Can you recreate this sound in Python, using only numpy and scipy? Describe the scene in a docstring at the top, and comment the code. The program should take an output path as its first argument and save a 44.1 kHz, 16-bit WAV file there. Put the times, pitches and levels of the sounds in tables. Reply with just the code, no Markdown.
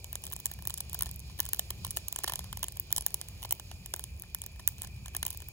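"""Wood fire at night

A wood fire burns a few metres from a phone, outdoors. Sap pockets burst as short bright cracks with a woody
knock: grainy noise bursts through log resonances. Embers tick and small splits answer, as fainter bursts.
The flames flutter low and sap hisses, both as filtered noise with wandering level. Crickets trill as pulsed,
wavering tones. Stones, ground and trunks scatter the bursts; two microphone ports pick up the fire."""
import sys
import numpy as np
from scipy import signal
from scipy.fft import rfft, irfft, next_fast_len
from scipy.io import wavfile
from scipy.ndimage import uniform_filter1d

SR = 44100
rng = np.random.default_rng(int(sys.argv[2]) if len(sys.argv) > 2 else 0)


def unload_audio(sound):
    """Save the sound as a 16-bit wav file, at the path given as the first command line argument."""
    columns = np.transpose(np.atleast_2d(sound))
    # keep every value between -1 and 1, then stretch to whole-number steps
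    steps = np.round(np.clip(columns, -1, 1) * 32767)
    wavfile.write(sys.argv[1], SR, steps.astype(np.int16))


def ratio(d):
    """dB to gain"""
    e = np.asarray(d, float) / 20
    return 10 ** e


N = 243431
SIZE = next_fast_len(N + 8192)
HZ = np.arange(SIZE // 2 + 1) * SR / SIZE
TIME = np.arange(N) / SR

# bursting pockets, source levels as rms over 5 ms:
# (time [s], crack [dB], knock [dB], top band [dB], length [ms])
POCKETS = [(0.0439, -39.5, -54, -49, 0.59), (0.129, -45, -50.5, -32, 1.3), (0.1549, -32.5, -48, -46, 0.43),
           (0.2386, -39, -52, -52, 0.62), (0.2436, -46, -55, -60, 2.2), (0.253, -45, -63, -44, 1.1),
           (0.2663, -37.5, -57, -49, 1.4), (0.3233, -41, -63, -40, 0.8), (0.3274, -42, -48, -39, 3.3),
           (0.3358, -41.5, -69, -33, 0.65), (0.364, -37, -51.5, -49, 0.67), (0.4, -46, -59, -41, 2.7),
           (0.457, -26, -44.5, -27, 1.05), (0.4654, -37, -55, -41, 1.4), (0.5143, -43.5, -49, -38, 1.8),
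           (0.6232, -48, -54, -47, 0.49), (0.6523, -44, -52, -42, 1.3), (0.673, -36.5, -46, -27, 0.43),
           (0.6975, -43, -50, -36, 1.2), (0.7047, -37, -48, -48, 0.84), (0.7404, -33.5, -55, -43, 1.1),
           (0.7755, -37, -56, -50, 2.7), (0.7814, -39, -58, -51, 1.3), (0.8048, -31.5, -50, -38, 2.1),
           (0.896, -43, -64, -48, 1.1), (0.931, -43, -54, -35, 0.49), (0.945, -35.5, -47, -34, 1.1),
           (0.9483, -46, -46.5, -45, 2.3), (0.9903, -37, -58, -39, 0.86), (1.0086, -34.5, -44, -40, 1.1),
           (1.0227, -33, -42.5, -22, 1.14), (1.0323, -37, -53, -50, 0.91), (1.0587, -41, -52, -47, 0.77),
           (1.0644, -47, -48, -56, 3.7), (1.069, -53, -68, -55, 3.9), (1.0908, -46, -55.5, -50, 1.8),
           (1.1127, -42, -63, -39, 0.8), (1.1604, -50, -71, -39, 0.7), (1.194, -45, -72, -53, 0.6),
           (1.2978, -64, -56.5, -71, 2.4), (1.3892, -47, -54, -40, 1.7), (1.3928, -48, -41.5, -42, 1.5),
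           (1.4024, -27, -40, -25, 1.06), (1.453, -40.5, -61, -42, 0.83), (1.4629, -42, -52.5, -45, 2),
           (1.4893, -37, -53, -41, 1.8), (1.5328, -30.5, -43.5, -23, 0.5), (1.5459, -42, -53, -36, 1),
           (1.5935, -28.5, -39, -27, 1.45), (1.7047, -34, -43, -32, 1.9), (1.848, -33.5, -41, -40, 1.65),
           (1.8666, -44, -52.5, -43, 0.88), (1.9073, -32.5, -56, -43, 1.2), (1.9116, -40.5, -56, -44, 1.2),
           (1.9649, -37, -54, -51, 1.5), (1.9705, -32, -38, -28, 1.55), (2.0834, -36.5, -54.5, -30, 1.1),
           (2.1256, -36.5, -49, -30, 1), (2.1604, -31, -44.5, -42, 1.5), (2.1882, -33.5, -43, -38, 0.85),
           (2.236, -37, -48, -34, 1.8), (2.242, -31, -34, -36, 1.4), (2.2775, -33, -36.5, -36, 4),
           (2.296, -38, -35.5, -35, 2.6), (2.3211, -40, -40, -37, 1.1), (2.3356, -34.5, -39.5, -41, 1.2),
           (2.3568, -32.5, -50, -43, 1.3), (2.3919, -37.5, -44, -41, 0.62), (2.528, -38.5, -43, -40, 1.4),
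           (2.5718, -39, -46.5, -42, 1.7), (2.5927, -50, -63, -51, 0.7), (2.6296, -33, -38.5, -31, 2.5),
           (2.6415, -38, -44, -31, 0.81), (2.6832, -34.5, -51.5, -50, 0.9), (2.7708, -45.5, -66, -39, 0.89),
           (2.7984, -39, -61, -23.5, 0.22), (2.905, -48, -51, -63, 1.6), (2.9158, -50, -54, -55, 0.91),
           (2.9264, -25, -42, -22, 0.47), (2.963, -28, -47, -36, 1.3), (2.9717, -35, -57, -41, 2.6),
           (2.9802, -27, -40, -38, 2.4), (3.009, -33.5, -56, -50, 0.88), (3.0215, -43, -56, -48, 1.6),
           (3.0637, -27.5, -39, -20.5, 1.12), (3.143, -28, -44.5, -27, 0.83),
           (3.2136, -34.5, -51.5, -56, 0.56), (3.2855, -46, -64, -42, 1), (3.4217, -48, -57, -49, 1.0),
           (3.4288, -45, -48, -40, 1.3), (3.4367, -42, -60, -49, 0.61), (3.4482, -45, -40.5, -49, 2.1),
           (3.4554, -46, -59, -44, 1.5), (3.5088, -29.5, -45.5, -37, 0.8), (3.5235, -34.5, -36, -19, 1.33),
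           (3.5971, -43, -47.5, -47, 1.4), (3.86, -40.5, -53.5, -44, 1.2), (3.9381, -30, -38, -53, 1.36),
           (3.9624, -41.5, -58, -41, 0.7), (3.9944, -39.5, -49, -41, 0.43),
           (4.0397, -35.5, -53.5, -47, 0.67), (4.1973, -48, -77, -43, 0.46), (4.2217, -38, -67, -54, 0.38),
           (4.3469, -34, -45, -30, 1.27), (4.4176, -34, -59, -59, 0.9), (4.4629, -41.5, -56, -39, 0.72),
           (4.595, -47.5, -48.5, -64, 3.3), (4.6763, -25.5, -41.5, -17, 0.64),
           (4.6876, -38, -60, -40, 0.76), (4.8193, -34.5, -56.5, -35, 0.39), (4.8318, -44, -58, -56, 1.8),
           (4.8476, -46, -50.5, -60, 1.6), (4.8707, -50.5, -58, -64, 1.6), (5.0585, -42, -50, -58, 2.4),
           (5.1487, -44, -42.5, -37, 1.4), (5.1655, -29.5, -48, -34, 1.4), (5.2287, -31.5, -40, -33, 1.2),
           (5.2513, -36, -49.5, -50, 1.0), (5.2647, -33, -43.5, -25, 1.3), (5.2798, -45, -54, -43, 1.2),
           (5.3043, -35.5, -56, -40, 1.3), (5.3734, -43.5, -72, -37, 0.59), (5.4028, -47, -57, -60, 1.1),
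           (5.4202, -48.5, -53.5, -47, 2.4), (5.4858, -52.5, -59.5, -38, 1.3)]


def set_rms(x, db):
    """Scale to an rms level."""
    return x * ratio(db) / np.sqrt(np.mean(x ** 2))


def apply_gain(x, gain):
    """Filter by a gain per frequency."""
    return irfft(rfft(x, SIZE) * gain, SIZE)[..., :N]


def spectrum_gain(points):
    """Gain of a (frequency [Hz], level [dB]) spectrum, interpolated over log frequency."""
    hz, db = np.transpose(points)
    return ratio(np.interp(np.log(HZ + 1), np.log(hz), db))


def level_curve_db(points):
    """Level per sample from (time [s], level [dB]) points."""
    return np.interp(TIME, *np.transpose(points))


def band_gain(lo_hz, hi_hz, hz=HZ):
    """Soft-edged band; adjacent bands add up without a gap."""
    return 1 / (1 + (hz / hi_hz) ** 8) - 1 / (1 + (hz / lo_hz) ** 8)


def walk(rate_hz):
    """Random levels held 1 / rate_hz s and slewed twice; standard deviation 1."""
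    hold = int(SR / rate_hz)
    x = np.repeat(rng.standard_normal(N // hold + 1), hold)
    x = uniform_filter1d(uniform_filter1d(x, hold), hold)[:N]
    return x / np.std(x)


def bursts(time_s, band_db, length_ms, grain_db=6., place_db=1.5):
    """Splinters of uneven size swell, die away and ring the logs; two noises per burst share one envelope."""
    # modes of the logs and the stones around them: (frequency [Hz], width [Hz], relative level [dB])
    log_modes = [(363, 64, -1.5), (608, 179, 1), (947, 340, 4), (1550, 190, -5.5), (1765, 146, -0.5),
                 (2127, 81, -2.5), (3027, 456, 4.5), (4030, 910, 4), (5700, 810, -6), (7514, 770, 6),
                 (9300, 8500, 1.5), (17200, 8800, 1.5)]
    # crack, knock, middle, top, as the rows of band_db: (low edge [Hz], high edge [Hz])
    burst_bands = [(6200, 12500), (220, 2350), (2350, 6200), (12500, 21000)]
    onset_s = .004  # lead-in of each burst window
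    t = np.arange(1024) / SR
    hz = np.arange(513) * SR / 1024 + 1
    tau_s = np.clip(length_ms, .2, 5)[:, None] / 2300  # length spans 2.3 time constants
    chance = rng.standard_normal((len(time_s), 3, 1024))

    age = np.maximum((t - onset_s) / tau_s + 1.2, 0)
    envelope = age ** 2 * np.exp(-age) * ratio(grain_db * chance[:, 2])
    splinters = rfft(envelope[:, None] * chance[:, :2])

    # each spot on the pile favours other modes
    place = place_db * rng.standard_normal((len(time_s), len(log_modes), 1, 1))
    ring = 0
    for k, (mode_hz, width_hz, mode_db) in enumerate(log_modes):
        detune = (hz / mode_hz - mode_hz / hz) * mode_hz / width_hz
        ring = ring + (-1) ** k * ratio(mode_db + place[:, k]) / (1 + 1j * detune)

    sound = 0
    for (lo_hz, hi_hz), db in zip(burst_bands, band_db):
        part = irfft(splinters * ring * band_gain(lo_hz, hi_hz, hz))
        energy = np.sum(part ** 2, axis=2, keepdims=True)
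        sound = sound + part * ratio(db)[:, None, None] * np.sqrt(.005 * SR / energy)  # rms over 5 ms

    at = ((time_s - onset_s) * SR).astype(int)[:, None] + np.arange(1024)
    out = np.zeros((2, N + 1024))
    for row in range(2):
        np.add.at(out[row], np.maximum(at, 0), sound[:, row])
    return out[:, :N]


def middle(crack_db, knock_db, crack_share=0.41, under_db=-2.0, scatter_db=2.0):
    """Middle-band level: weighted mean of crack and knock, offset and scattered per burst."""
    mean_db = crack_share * crack_db + (1 - crack_share) * knock_db
    return mean_db + under_db + scatter_db * rng.standard_normal(len(crack_db))


def crickets(count=16, pitch_hz=2450, spread_hz=95, waver_hz=28, pulse_hz=48, octave_db=-17):
    """Each cricket strokes a wavering note in quick pulses; all around, so each ear gets its own phases."""
    # whole chorus: (time [s], level [dB])
    chorus_points = [(0.0, -61.5), (1.1, -62.5), (2.2, -62), (2.7, -63), (3.8, -62.5), (4.8, -61),
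                     (5.52, -61)]
    out = 0
    for pitch, (pace, left, right) in zip(np.linspace(-1, 1, count), rng.standard_normal((count, 3))):
        note_hz = pitch_hz + spread_hz * pitch + waver_hz * walk(30)
        phase = 2 * np.pi * np.cumsum(note_hz) / SR
        stroke_hz = pulse_hz * (1 + 0.1 * pace + 0.0621 * walk(4))
        strokes = np.maximum(np.sin(2 * np.pi * np.cumsum(stroke_hz) / SR), 0)
        ear_rad = np.array([[9 * left], [9 * right]])
        note = np.sin(phase + ear_rad) + ratio(octave_db) * np.sin(2 * phase + 3 * ear_rad)
        out = out + ratio(1.5 * walk(2.58)) * strokes * note
    return set_rms(out, 0) * ratio(level_curve_db(chorus_points))


def flames(waver_db=2.22, waver_rate_hz=11):
    """Burning gas flutters: low noise with a wandering level."""
    # flutter before the random waver: (time [s], level [dB])
    flutter_points = [(0.0, -46.5), (0.5, -43), (1.0, -47), (1.3, -43.5), (1.6, -48), (1.9, -44.5),
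                      (2.15, -47), (2.5, -43.5), (3.0, -48.5), (3.5, -46), (4.0, -48), (4.5, -48),
                      (5.0, -42), (5.52, -49)]
    # relative spectrum: (frequency [Hz], density [dB per Hz])
    flutter_spectrum = [(20, -52), (40, -10), (65, 1), (110, -6), (190, -15.5), (260, -30), (600, -90)]
    noise = apply_gain(rng.standard_normal((2, N)), spectrum_gain(flutter_spectrum))
    return set_rms(noise, 0) * ratio(level_curve_db(flutter_points) + waver_db * walk(waver_rate_hz))


def sizzle(flicker_db=1.8, flicker_rate_hz=18):
    """Sap hisses out of the wood: noise whose octaves flicker apart."""
    # hiss in 2730-7740 Hz before the flicker: (time [s], level [dB])
    sizzle_points = [(0.0, -60), (0.7, -61), (1.0, -60), (2.3, -58), (2.85, -62), (3.1, -59), (4.45, -63),
                     (5.05, -61.5), (5.26, -60), (5.52, -62.5)]
    # relative spectrum: (frequency [Hz], density [dB per Hz])
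    hiss_spectrum = [(150, -6.5), (350, 10.5), (500, 6.5), (800, 4), (1400, -5), (2900, 4.5), (3800, 5.5),
                     (5000, 7.5), (5900, -2.5), (7000, 5.5), (9000, -3), (12000, -2.5), (15500, -1),
                     (17000, -41)]
    noise = apply_gain(rng.standard_normal((2, N)), spectrum_gain(hiss_spectrum))
    noise = noise / np.std(apply_gain(noise, band_gain(2730, 7740)))
    hiss = 0
    for low_hz in 100 * 2 ** np.arange(8):
        octave = apply_gain(noise, band_gain(low_hz, 2 * low_hz))
        hiss = hiss + octave * ratio(flicker_db * walk(flicker_rate_hz))
    return hiss * ratio(level_curve_db(sizzle_points))


def embers(count=350, floor_db=-68, spread_db=2.5, knock_db=-14, middle_db=-9, top_db=-4):
    """Faint ticks at random moments, a few louder than most; band levels are relative to the crack."""
    moment, loudness, length = rng.random((count, 3)).T
    crack_db = floor_db - spread_db * np.log(1 - .98 * loudness)
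    band_db = [crack_db, crack_db + knock_db, crack_db + middle_db, crack_db + top_db]
    return bursts(moment * N / SR, band_db, 0.38 + 0.5 * length)


def splits(count=90, lag_ms=30, crack_db=-54, knock_db=-64, top_db=-57, spread_db=5.5):
    """Small splits of the wood shortly before or, more often, after a burst pocket."""
    pick, side = rng.random((count, 2)).T
    chance = rng.standard_normal((count, 4)).T
    pocket_s = np.transpose(POCKETS)[0][(pick * len(POCKETS)).astype(int)]
    lag_s = np.sign(side - .3) * lag_ms / 1000 * np.exp(.9 * chance[0])
    time_s = np.clip(pocket_s + lag_s, 0, N / SR)
    crack, knock, top = np.reshape([crack_db, knock_db, top_db], (3, 1)) + spread_db * chance[1:]
    return bursts(time_s, [crack, knock, middle(crack, knock), top], np.full(count, 1.1))


def pops():
    """Each pocket cracks, knocks and spits in the top band with its own strengths."""
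    time_s, crack, knock, top, length_ms = np.transpose(POCKETS)
    return bursts(time_s, [crack, knock, middle(crack, knock), top], length_ms)


def wood(x, scatter_db=-29, far_db=-48, dull_hz=9000):
    """Nearby stones scatter the sound within a few ms; ground and trunks add a longer, fainter, duller tail."""
    t = np.arange(8192) / SR
    decay_s = np.reshape([.002, .035], (2, 1, 1))  # near, far time constants
    near, far = rfft(rng.standard_normal((2, 2, 8192)) * np.exp(-t / decay_s), SIZE)
    return apply_gain(x, 1 + ratio(scatter_db) * near + ratio(far_db) * far / (1 + 1j * HZ / dull_hz))


def ports(front):
    """Both ports share the first signal with lag and shading; the right mixes in the second, most mid-band."""
    # microphone ports: (frequency [Hz], left lead [rad], left minus right [dB], shared part [0-1])
    port_points = [(0, 0, 0, .98), (300, .1, -.5, .93), (1200, .7, 0, .97), (1900, 1.5, -1, .7),
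                   (2900, 1.5, 0, .8), (3600, 2.9, -2.5, .8), (4300, 3.5, -4, .6), (5200, 2.3, -7, .5),
                   (6000, 2.0, -7, .5), (6900, -1.26, -.5, .9), (7500, -2.0, 0, .985),
                   (22050, -20.5, 0, .985)]
    hz, *columns = np.transpose(port_points)
    lead_rad, balance_db, shared = (np.interp(HZ, hz, column) for column in columns)
    first, second = rfft(front, SIZE)
    left = first * ratio(balance_db / 2) * np.exp(.5j * lead_rad)
    right = shared * first + np.sqrt(1 - shared ** 2) * second
    right = right * ratio(-balance_db / 2) * np.exp(-.5j * lead_rad)
    return irfft(np.array([left, right]), SIZE)[:, :N]


def scene():
    """The fire in front through both ports, crickets around."""
    fire = wood(pops() + splits() + embers()) + flames() + sizzle()
    return ports(fire) + crickets()


def top_cut(x):
    """Nothing passes above the cut-off."""
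    return signal.sosfilt(signal.butter(12, 17310, fs=SR, output="sos"), x)


def record(dry):
    """The phone cuts the top with a steep elliptic low-pass."""
    top_hz, ripple_db, stop_db = 15760, .5, 60
    low_pass = signal.ellip(6, ripple_db, stop_db, top_hz, fs=SR, output="sos")
    return top_cut(signal.sosfilt(low_pass, dry))


dry = scene()
out = record(dry)
unload_audio(out)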